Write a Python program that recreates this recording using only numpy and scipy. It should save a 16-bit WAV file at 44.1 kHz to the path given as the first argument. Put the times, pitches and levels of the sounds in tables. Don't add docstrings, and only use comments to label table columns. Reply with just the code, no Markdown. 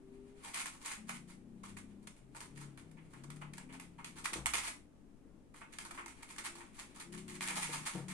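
import sys
import numpy as np
from scipy import signal
from scipy.fft import rfft, irfft
from scipy.io import wavfile
from scipy.ndimage import uniform_filter1d

SR = 44100
rng = np.random.default_rng(int(sys.argv[2]) if len(sys.argv) > 2 else 0)


def unload_audio(sound):
    columns = np.transpose(np.atleast_2d(sound))
    steps = np.round(np.clip(columns, -1, 1) * 32767)
    wavfile.write(sys.argv[1], SR, steps.astype(np.int16))


N = 358533


def undb(db):
    return 10 ** (np.asarray(db) / 20)


def unit(x):
    return x / np.sqrt(np.mean(x ** 2))


def curve(table):
    start_s, *columns = np.transpose(table)
    t = np.arange(N) / SR
    inside = 1. * ((t >= start_s[0]) & (t <= start_s[-1]))
    gate = uniform_filter1d(inside, size=1500)
    return [np.interp(t, start_s, c) for c in columns] + [gate]


def colour(x, points):
    hz, db = np.transpose(points)
    grid_hz = np.maximum(np.arange(4097) * SR / 8192, 1)
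    log_gain = np.interp(np.log(grid_hz), np.log(hz), db) * np.log(10) / 20
    cepstrum = irfft(log_gain)
    cepstrum[1:4096] *= 2
    cepstrum[4097:] = 0
    impulse = irfft(np.exp(rfft(cepstrum)))[:4096]
    return signal.oaconvolve(x, impulse)[:len(x)]


def band(x, lo_hz, hi_hz):
    return signal.sosfilt(signal.butter(2, [lo_hz, hi_hz], "bandpass", fs=SR, output="sos"), x)


def walk(rate):
    hold = int(SR / rate)
    steps = np.repeat(rng.standard_normal(N // hold + 1), hold)
    return uniform_filter1d(uniform_filter1d(steps, hold), hold)[:N]


def pan(x, db):
    return x * undb(np.outer([.5, -.5], db))


# frequency in Hz, relative level in dB per Hz.
HOUSE_SPECTRUM = [(20, 2.5), (52, -2), (70, -9.5), (125, -11.5), (190, 0.5), (280, 1), (420, -8),
                  (600, -16), (1000, -23), (2500, -30.5), (4500, -36), (9500, -33.5), (12000, -42),
                  (15500, -64)]
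# frequency in Hz, level in dB before its waver.
STEADY_TONES = [(100, -73), (147, -74), (295, -76.5)]
HOUSE_DB = -59.5


def house():
    shared, *own = (colour(rng.standard_normal(N), HOUSE_SPECTRUM) for _ in range(3))
    lows = shared - signal.lfilter(*signal.butter(1, 900, "high", fs=SR), shared)
    apart = np.array([o - 0.66 * band(o, 70, 800) for o in own])
    rumble = unit(pan(lows, 7.7) * undb(1.4 * walk(5.35)) + apart)
    t = np.arange(N) / SR
    tones = sum(undb(db + 0.63 * walk(2.3)) * np.sin(2 * np.pi * hz * t) for hz, db in STEADY_TONES)
    return undb(HOUSE_DB) * rumble + pan(tones, 8.8)


HALL_T60_S, HALL_DB = 0.27, -2.5
TAIL_LOWPASS_HZ = 11060


def hall(x):
    t = np.arange(int(.5 * SR)) / SR
    envelope = 10 ** (-3 * t / HALL_T60_S) * (1 - np.exp(-t / 0.00018))
    tail = rng.standard_normal((2, len(t))) * envelope
    tail = signal.sosfilt(signal.butter(2, TAIL_LOWPASS_HZ, fs=SR, output="sos"), tail)
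    tail /= np.sqrt(np.sum(tail ** 2, axis=1, keepdims=True))
    return undb(HALL_DB) * np.array([signal.oaconvolve(c, h)[:N] for c, h in zip(x, tail)])


# start in seconds,
# length in seconds, first pitch in Hz, last pitch in Hz, level in dB before its waver.
TONE_GLIDES = [(0, 0.42, 385, 404, -57.5), (0, 0.35, 257.6, 249.7, -60), (0.97, 0.23, 212, 236.7, -55),
               (1.123, 0.15, 236, 231, -61.5), (3.2, 0.3, 238.3, 222.2, -61.5),
               (3.62, 0.22, 248, 268, -56.5), (5.825, 0.293, 347, 340, -65), (6.453, 0.22, 340, 340, -60.5),
               (7.052, 0.19, 345, 372, -55), (7.183, 0.3, 368, 349.8, -59)]
GLIDE_FADE_S, GLIDE_WAVER_DB = 0.031, 1.5
GLIDE_PITCH_WAVER = 0.0063


def gliding_tones():
    out, t = 0, np.arange(N) / SR
    for start_s, length_s, first_hz, last_hz, db in TONE_GLIDES:
        end_s = start_s + length_s
        hz = np.interp(t, [start_s, end_s], [first_hz, last_hz]) * (1 + GLIDE_PITCH_WAVER * walk(11))
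        fade = np.clip(np.minimum(t - start_s, end_s - t) / GLIDE_FADE_S, 0, 1)
        level = undb(db + GLIDE_WAVER_DB * walk(15))
        out = out + fade * level * np.sin(2 * np.pi * np.cumsum(hz) / SR)
    return out


# time in seconds, pulse rate in Hz,
# level in dB before the booms, centre of the throat's band in Hz.
GROWL_CURVES = [
    [(.93, 31.26, -77, 216), (1.06, 31.04, -59, 192), (1.11, 30.32, -59, 186), (1.21, 29.36, -59, 192),
     (1.34, 30.7, -60, 188), (1.46, 32.3, -59.5, 219), (1.56, 31.94, -56.5, 216), (1.75, 32.95, -58, 178),
     (1.88, 33.46, -59, 214), (2, 33.73, -57.5, 207.3), (2.12, 35.2, -59.5, 206)],
    [(2.22, 33.13, -64, 132), (2.46, 33.42, -66, 144), (2.57, 35.7, -57.5, 147), (2.68, 35.73, -57, 141),
     (2.8, 32.6, -62.5, 134), (2.95, 31.73, -58, 176), (3.12, 32.12, -62, 136), (3.25, 35.03, -60, 139),
     (3.34, 37.83, -55, 147), (3.48, 37.42, -56.5, 149), (3.6, 36.62, -62.5, 174),
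     (3.88, 34.8, -61.5, 165.4), (4.26, 33.3, -62.5, 153)],
    [(7.06, 34.06, -59, 184), (7.17, 34.08, -51, 189), (7.3, 33.08, -55.5, 185), (7.4, 31.74, -54, 175),
     (7.5, 31.06, -55.5, 176), (7.57, 30.66, -52, 167), (7.65, 30.43, -57, 166), (7.72, 30.1, -58, 146),
     (7.83, 30.5, -53.5, 144), (7.88, 31, -64, 148)],
    [(7.952, 36.46, -42, 183), (7.99, 35.7, -49.5, 167), (8.03, 35.4, -54, 145), (8.06, 36.9, -51.5, 186),
     (8.13, 37.2, -49, 186)],
]
# frequency in Hz, half-width in Hz, strength of the added part in dB.
HALLWAY_BOOMS = [(98.6, 1.4, 8.5), (145, 3.8, 5.5), (181.8, 2.8, -7), (196, 1.3, -14), (230.3, 3.2, 2)]
THROAT_SHUT_HZ, THROAT_WIDENS = 112, 0.19
OVERTONE_WAVER_DB, OVERTONE_SLIP = 3, .5


def boom(hz):
    return 1 + sum(undb(lift_db) / (1 + ((hz - centre_hz) / width_hz) ** 2)
                   for centre_hz, width_hz, lift_db in HALLWAY_BOOMS)


def growls():
    out = 0
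    overtones = range(3, 13)
    for table in GROWL_CURVES:
        pulse_hz, db, throat_hz, gate = curve(table)
        width_hz = THROAT_WIDENS * np.maximum(throat_hz - THROAT_SHUT_HZ, 5)
        phase = 2 * np.pi * np.cumsum(pulse_hz) / SR
        gains = []
        for k in overtones:
            hz = k * pulse_hz
            broad = 0.34 / (1 + (hz / 330) ** 4) / (1 + (120 / hz) ** 6)
            throat = 1 / (1 + ((hz - throat_hz) / width_hz) ** 2)
            gains.append(undb(OVERTONE_WAVER_DB * walk(5.9)) * (broad + throat))
        stack = 0
        for k, gain in zip(overtones, gains):
            slip = OVERTONE_SLIP * walk(8) + rng.uniform(0, 2 * np.pi)
            stack = stack + gain * boom(k * pulse_hz) * np.sin(k * phase + slip)
        out = out + gate * undb(db) * stack * np.sqrt(2 / sum(g ** 2 for g in gains))
    return out


# start in seconds, level in dB, brightness in dB per octave.
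BODY_THUMPS = [(4.321, -50.5, -1), (4.354, -44, -1.5), (4.376, -44, -1.5), (4.539, -53, 1.5),
               (7.498, -61, 7), (7.688, -57.5, 9), (7.948, -45.5, 3.5), (7.985, -57.5, 8)]
# frequency in Hz, relative level in dB, T60 in seconds.
HOLLOW_MODES = [(60.2, -9.5, 0.94), (135.4, -6.5, 0.41), (193.5, -3.5, 0.29), (330.4, 10.5, 0.063),
                (482.3, -4.5, 0.18), (773, -8.5, 0.057), (916, -16, 0.18)]
THUD_DB, THUD_T60_S = -9, 0.32


def thumps():
    t = np.arange(SR // 2) / SR
    out = np.zeros(N + len(t))
    for start_s, db, tilt_db in BODY_THUMPS:
        ring = 0
        for hz, mode_db, t60_s in HOLLOW_MODES:
            octaves = np.log2(hz / 200)
            octaves = octaves + 1.1 * min(octaves, 0)
            envelope = 10 ** (-3 * t / t60_s) * (1 - np.exp(-(t * hz / 2.0) ** 2))
            ring = ring + undb(mode_db + tilt_db * octaves) * np.sin(2 * np.pi * hz * t) * envelope
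        thud = unit(band(rng.standard_normal(len(t)), 400, 960)) * undb(THUD_DB + tilt_db)
        thud = thud * 10 ** (-3 * t / THUD_T60_S) * (1 - np.exp(-t / 0.0031))
        out[int(start_s * SR):][:len(t)] += undb(db) * (ring + thud)
    return out[:N]


# frequency in Hz, relative level in dB per Hz.
BOARD_SPECTRUM = [(350, -39), (600, -7.5), (716, -7.5), (915, -1), (1530, -6), (2190, -2), (2910, -6.5),
                  (5150, -15.5), (9120, -9), (10600, -14), (12300, -28.5), (13900, -30.5), (15500, -51)]
EARLY_SHARE = .3
SECOND_TOE_MS, SECOND_TOE_DB = 9.2, -9.5
GRIT_DB = 18
TICKS_PER_S, TICK_SIZE = 260, .8
RING_DB, RING_WIDTH_HZ = 2.5, 70
RING_GLIDE = 0.142
BODY_DB = -18
AIR_DB, AIR_DB_PER_DB = 13, 2.6


def blows(table, sharpness, span):
    t = np.arange(span) / SR
    count = len(table)
    chance = rng.standard_normal((count, 5, span))
    catches = rng.exponential(size=(count, span)) * (rng.random((count, span)) < TICKS_PER_S / SR)
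    spots = rng.random((count, 8))
    out, body = np.zeros((2, 2, N + span))
    air, bright = (signal.butter(n, hz, "high", fs=SR) for n, hz in ((2, 11000), (1, 3000)))
    narrow = signal.butter(1, RING_WIDTH_HZ, fs=SR)
    for row, noises, catch, spot in zip(table, chance, catches, spots):
        start_s, db, knock_db, knock_hz, pan_db, rise_ms = row
        mid, left, right, grip, load = noises
        start_s = start_s - EARLY_SHARE * rise_ms / 1000
        age = t / (rise_ms * (1 + EARLY_SHARE) / 1000)
        swell = (age * np.exp(1 - age)) ** sharpness
        late = int(SR * SECOND_TOE_MS / 1000 * 2 * spot[6])
        next_toe = np.roll(swell, late) * (t >= late / SR)
        swell = swell + undb(SECOND_TOE_DB - 10 * spot[7]) * next_toe
        shared = np.array([np.roll(mid, shift=3), mid])
        grain = (shared + 1.9 * np.array([left, right])) * swell

        def stutter(g, grit_db):
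            coarse, fine = uniform_filter1d(g, size=100), uniform_filter1d(g[::-1], size=16)
            return grain * undb(23.6 * coarse + grit_db * fine)

        tip, pad = stutter(grip, GRIT_DB), stutter(load, 4)
        tip = tip * (1 + TICK_SIZE * 12 * uniform_filter1d(catch, size=12))
        pad = pad * np.tanh(age)
        tip, pad = (pan(b * np.linalg.norm(swell) / np.linalg.norm(b, axis=1, keepdims=True), pan_db)
                    for b in (tip, pad))
        knock = band(pad, 0.77 * knock_hz, 1.555 * knock_hz) * np.sqrt(2000 / knock_hz)
        knock = knock + 1.23 * band(band(pad, 804, 3240), 610, 3820)
        for place, slide in spot[:6].reshape(3, 2):
            ring_hz = 800 * 6.0 ** place * (1 + RING_GLIDE * (2 * slide - 1) * np.tanh(age / 3))
            carrier = np.cos(2 * np.pi * np.cumsum(ring_hz) / SR)
            knock = knock + undb(RING_DB) * signal.lfilter(*narrow, pad) * carrier
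        tip = tip + undb(AIR_DB + AIR_DB_PER_DB * db) * signal.lfilter(*air, tip)
        contact = signal.lfilter(*bright, tip) + undb(knock_db) * knock
        at = int(start_s * SR)
        body[:, at:][:, :span] += undb(db + knock_db + BODY_DB) * pad.sum(axis=0)
        out[:, at:][:, :span] += undb(db) * contact
    on_board = np.array([colour(c, BOARD_SPECTRUM) for c in out])
    return (on_board + pan(band(body[0], 330, 760), 7.0))[:, :N]


# time in seconds, level in dB before its waver.
SHUFFLE_LEVELS = [(0, -81), (.25, -80), (.43, -70), (1.4, -83.5), (4.6, -76.5), (4.8, -97), (5.5, -93),
                  (5.65, -76), (8.13, -68.5)]


def shuffle():
    db, gate = curve(SHUFFLE_LEVELS)
    rub = np.array([unit(colour(c, BOARD_SPECTRUM)) for c in rng.standard_normal((2, N))])
    return gate * undb(db + 5.2 * walk(40)) * rub


# time in seconds, strength in dB, knock in Hz.
PAD_STEPS = [(2.969, -60, 1900), (3.131, -58, 1180), (3.411, -47, 970), (3.445, -75, 750),
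             (3.592, -54.5, 810), (3.689, -57, 2095), (3.73, -51.5, 820), (3.9803, -52.5, 1079),
             (5.6072, -49.5, 1250), (5.972, -43.5, 1300), (6.196, -66, 1550), (6.598, -53.5, 1340),
             (7.4958, -42, 2170)]
PAD_KNOCK_DB, PAD_MS = 7, 8.55
SKID_PAN_DB, SKID_SHARPNESS = -1, 1.8


def pads():
    rows = [(s, db, PAD_KNOCK_DB, hz, SKID_PAN_DB, PAD_MS) for s, db, hz in PAD_STEPS]
    return blows(rows, SKID_SHARPNESS, span=5000)


# time in seconds, strength in dB,
# knock of that spot of floor in Hz, time to the peak in ms.
PAW_SKIDS = [(0.428, -37.5, 810, 26), (0.536, -27.5, 2320, 18.3), (0.594, -27.5, 2160, 9.5),
             (0.656, -31.5, 2400, 9.9), (0.7202, -47.5, 1180, 17.4), (0.801, -44, 955, 27.5),
             (0.847, -29.5, 2190, 16), (0.8986, -31.5, 2030, 14), (1.069, -43.5, 1460, 15.8),
             (1.0916, -36.5, 1850, 13), (1.14, -40.5, 2400, 11.7), (1.278, -47.5, 1740, 18.4),
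             (1.635, -43.5, 1120, 12.4), (1.6826, -45.5, 2180, 9), (1.77, -41.5, 2356, 8.5),
             (2.0249, -55, 864, 5.8), (2.162, -55, 1990, 11.7), (2.353, -39.5, 1130, 10),
             (2.4154, -43.5, 870, 14), (2.552, -47, 2320, 24), (2.5993, -43, 1290, 14.8),
             (2.7798, -47.5, 1340, 8.4), (2.912, -50, 2074, 3.2), (3.0974, -58.5, 850, 16),
             (3.3073, -51, 1580, 6.7), (3.5792, -53, 2000, 8.6), (3.723, -43, 970, 9.5),
             (3.7955, -46.5, 2315, 17.2), (4.046, -41.5, 2310, 17.5), (4.1571, -39.5, 1151, 17.4),
             (4.2406, -28, 2425, 6.8), (4.2549, -41, 1280, 23), (4.335, -38, 1450, 9.4),
             (4.356, -37, 1060, 8.8), (4.4591, -42, 1030, 5.6), (4.5368, -22.5, 2120, 9.4),
             (4.568, -24, 2300, 10.8), (4.624, -32, 2050, 22.5), (4.667, -27.5, 2130, 9.3),
             (5.543, -49, 1410, 21.5), (5.7236, -41, 1940, 9.5), (5.7948, -38.5, 2320, 10.6),
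             (5.847, -35.5, 1270, 6.1), (5.9049, -49.5, 960, 48), (6.0845, -45, 2140, 14),
             (6.224, -41, 2250, 6.1), (6.279, -42, 2160, 24.5), (6.38, -30, 1630, 6.5),
             (6.4405, -29.5, 1890, 12), (6.554, -46, 980, 27), (6.7331, -48, 1080, 43),
             (6.7805, -36, 2080, 14.3), (6.9445, -44, 1070, 16), (7.001, -36, 1770, 7.4),
             (7.1218, -40.5, 1730, 10), (7.1725, -38, 2580, 7.4), (7.2818, -39.5, 2300, 18),
             (7.3416, -38, 2030, 8.6), (7.4082, -28, 1970, 16), (7.4545, -29, 2170, 26.7),
             (7.5535, -25.5, 930, 13), (7.611, -26.5, 2440, 15.3), (7.659, -36, 2250, 61),
             (7.7238, -27.5, 1040, 10), (7.789, -45.5, 1081, 38), (7.8558, -25.5, 2250, 11.8),
             (7.9187, -41, 1570, 29), (8.084, -37.5, 1990, 20)]
SKID_KNOCK_DB, KNOCK_DB_PER_DB, KNOCK_DB_PER_OCT = -10.5, 0.05, -4.5


def skids():
    rows = []
    for s, db, hz, rise_ms in PAW_SKIDS:
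        knock_db = SKID_KNOCK_DB + KNOCK_DB_PER_DB * db + KNOCK_DB_PER_OCT * np.log2(hz / 1500)
        rows.append((s, db, knock_db, hz, SKID_PAN_DB, rise_ms))
    return blows(rows, SKID_SHARPNESS, span=7000)


# time in seconds, strength in dB,
# knock of that spot of floor in Hz, knock against tick in dB.
CLAW_CLICKS = [(0.6566, -23.5, 2360, -10), (1.0916, -24, 2250, -3), (1.6337, -40, 1060, -2),
               (1.7665, -36, 1878, -5.5), (2.071, -31, 2940, -10), (2.3462, -42.5, 1050, 0.5),
               (2.4045, -30, 1160, -15), (2.4119, -34, 1570, -10.5), (2.574, -42.5, 1500, -7),
               (2.7742, -40, 1300, -8.5), (3.131, -45.5, 1199, -10), (3.237, -38, 1370, -8),
               (3.3015, -33, 1670, -15), (3.3603, -43.5, 1503, -12), (3.534, -34.5, 2180, -8.5),
               (3.57, -44.5, 2000, -14), (3.579, -31, 2097, -10.5), (3.797, -32, 2270, -8),
               (4.0448, -27, 2310, -14), (4.2546, -19, 1280, -12), (4.2578, -18, 2017, -14),
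               (4.332, -20, 1540, -19), (4.338, -22.5, 1500, -17), (4.4585, -11.5, 1740, -20),
               (4.4651, -14, 1040, -17), (4.5357, -13.5, 1970, -34), (5.54, -46.5, 1390, -3.5),
               (5.7854, -24, 1300, -17), (5.9078, -32.5, 920, -1), (5.946, -40, 1600, -7),
               (6.0594, -29.5, 2170, -11), (6.0785, -35.5, 2000, -6.5), (6.2294, -33.5, 2340, -6.5),
               (6.3025, -41.5, 1700, -6), (6.361, -38.5, 1700, -8), (6.383, -27, 1390, -23),
               (6.5526, -36, 1000, -11), (6.998, -34, 980, -14), (7.147, -35, 1700, -13),
               (7.2793, -35, 2150, -22), (7.4074, -24.5, 1800, -27), (8.082, -32, 1670, -16)]
CLAW_PAN_DB, PAN_DB_PER_DB = -3, -0.0514
CLAW_MS, CLAW_SLOWS_PER_DB = 1.6, 0.03
CLAW_SHARPNESS = 1.9


def claws():
    rows = []
    for s, db, hz, knock_db in CLAW_CLICKS:
        rise_ms = CLAW_MS * np.exp(-CLAW_SLOWS_PER_DB * (db + 21))
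        rows.append((s, db, knock_db, hz, CLAW_PAN_DB + PAN_DB_PER_DB * db, rise_ms))
    return blows(rows, CLAW_SHARPNESS, span=1500)


CLAW_ECHO_DB = -1.5
TOP_HZ = 15900


def scene():
    clicks = claws()
    rubs = skids() + pads() + shuffle()
    echoes = hall(undb(CLAW_ECHO_DB) * clicks + rubs)
    lows = pan(growls() + gliding_tones() + thumps(), 5.7)
    return clicks + rubs + echoes + lows + house()


def record(dry):
    return signal.sosfilt(signal.ellip(8, .2, 70, TOP_HZ, fs=SR, output="sos"), dry)


dry = scene()
out = record(dry)
unload_audio(out)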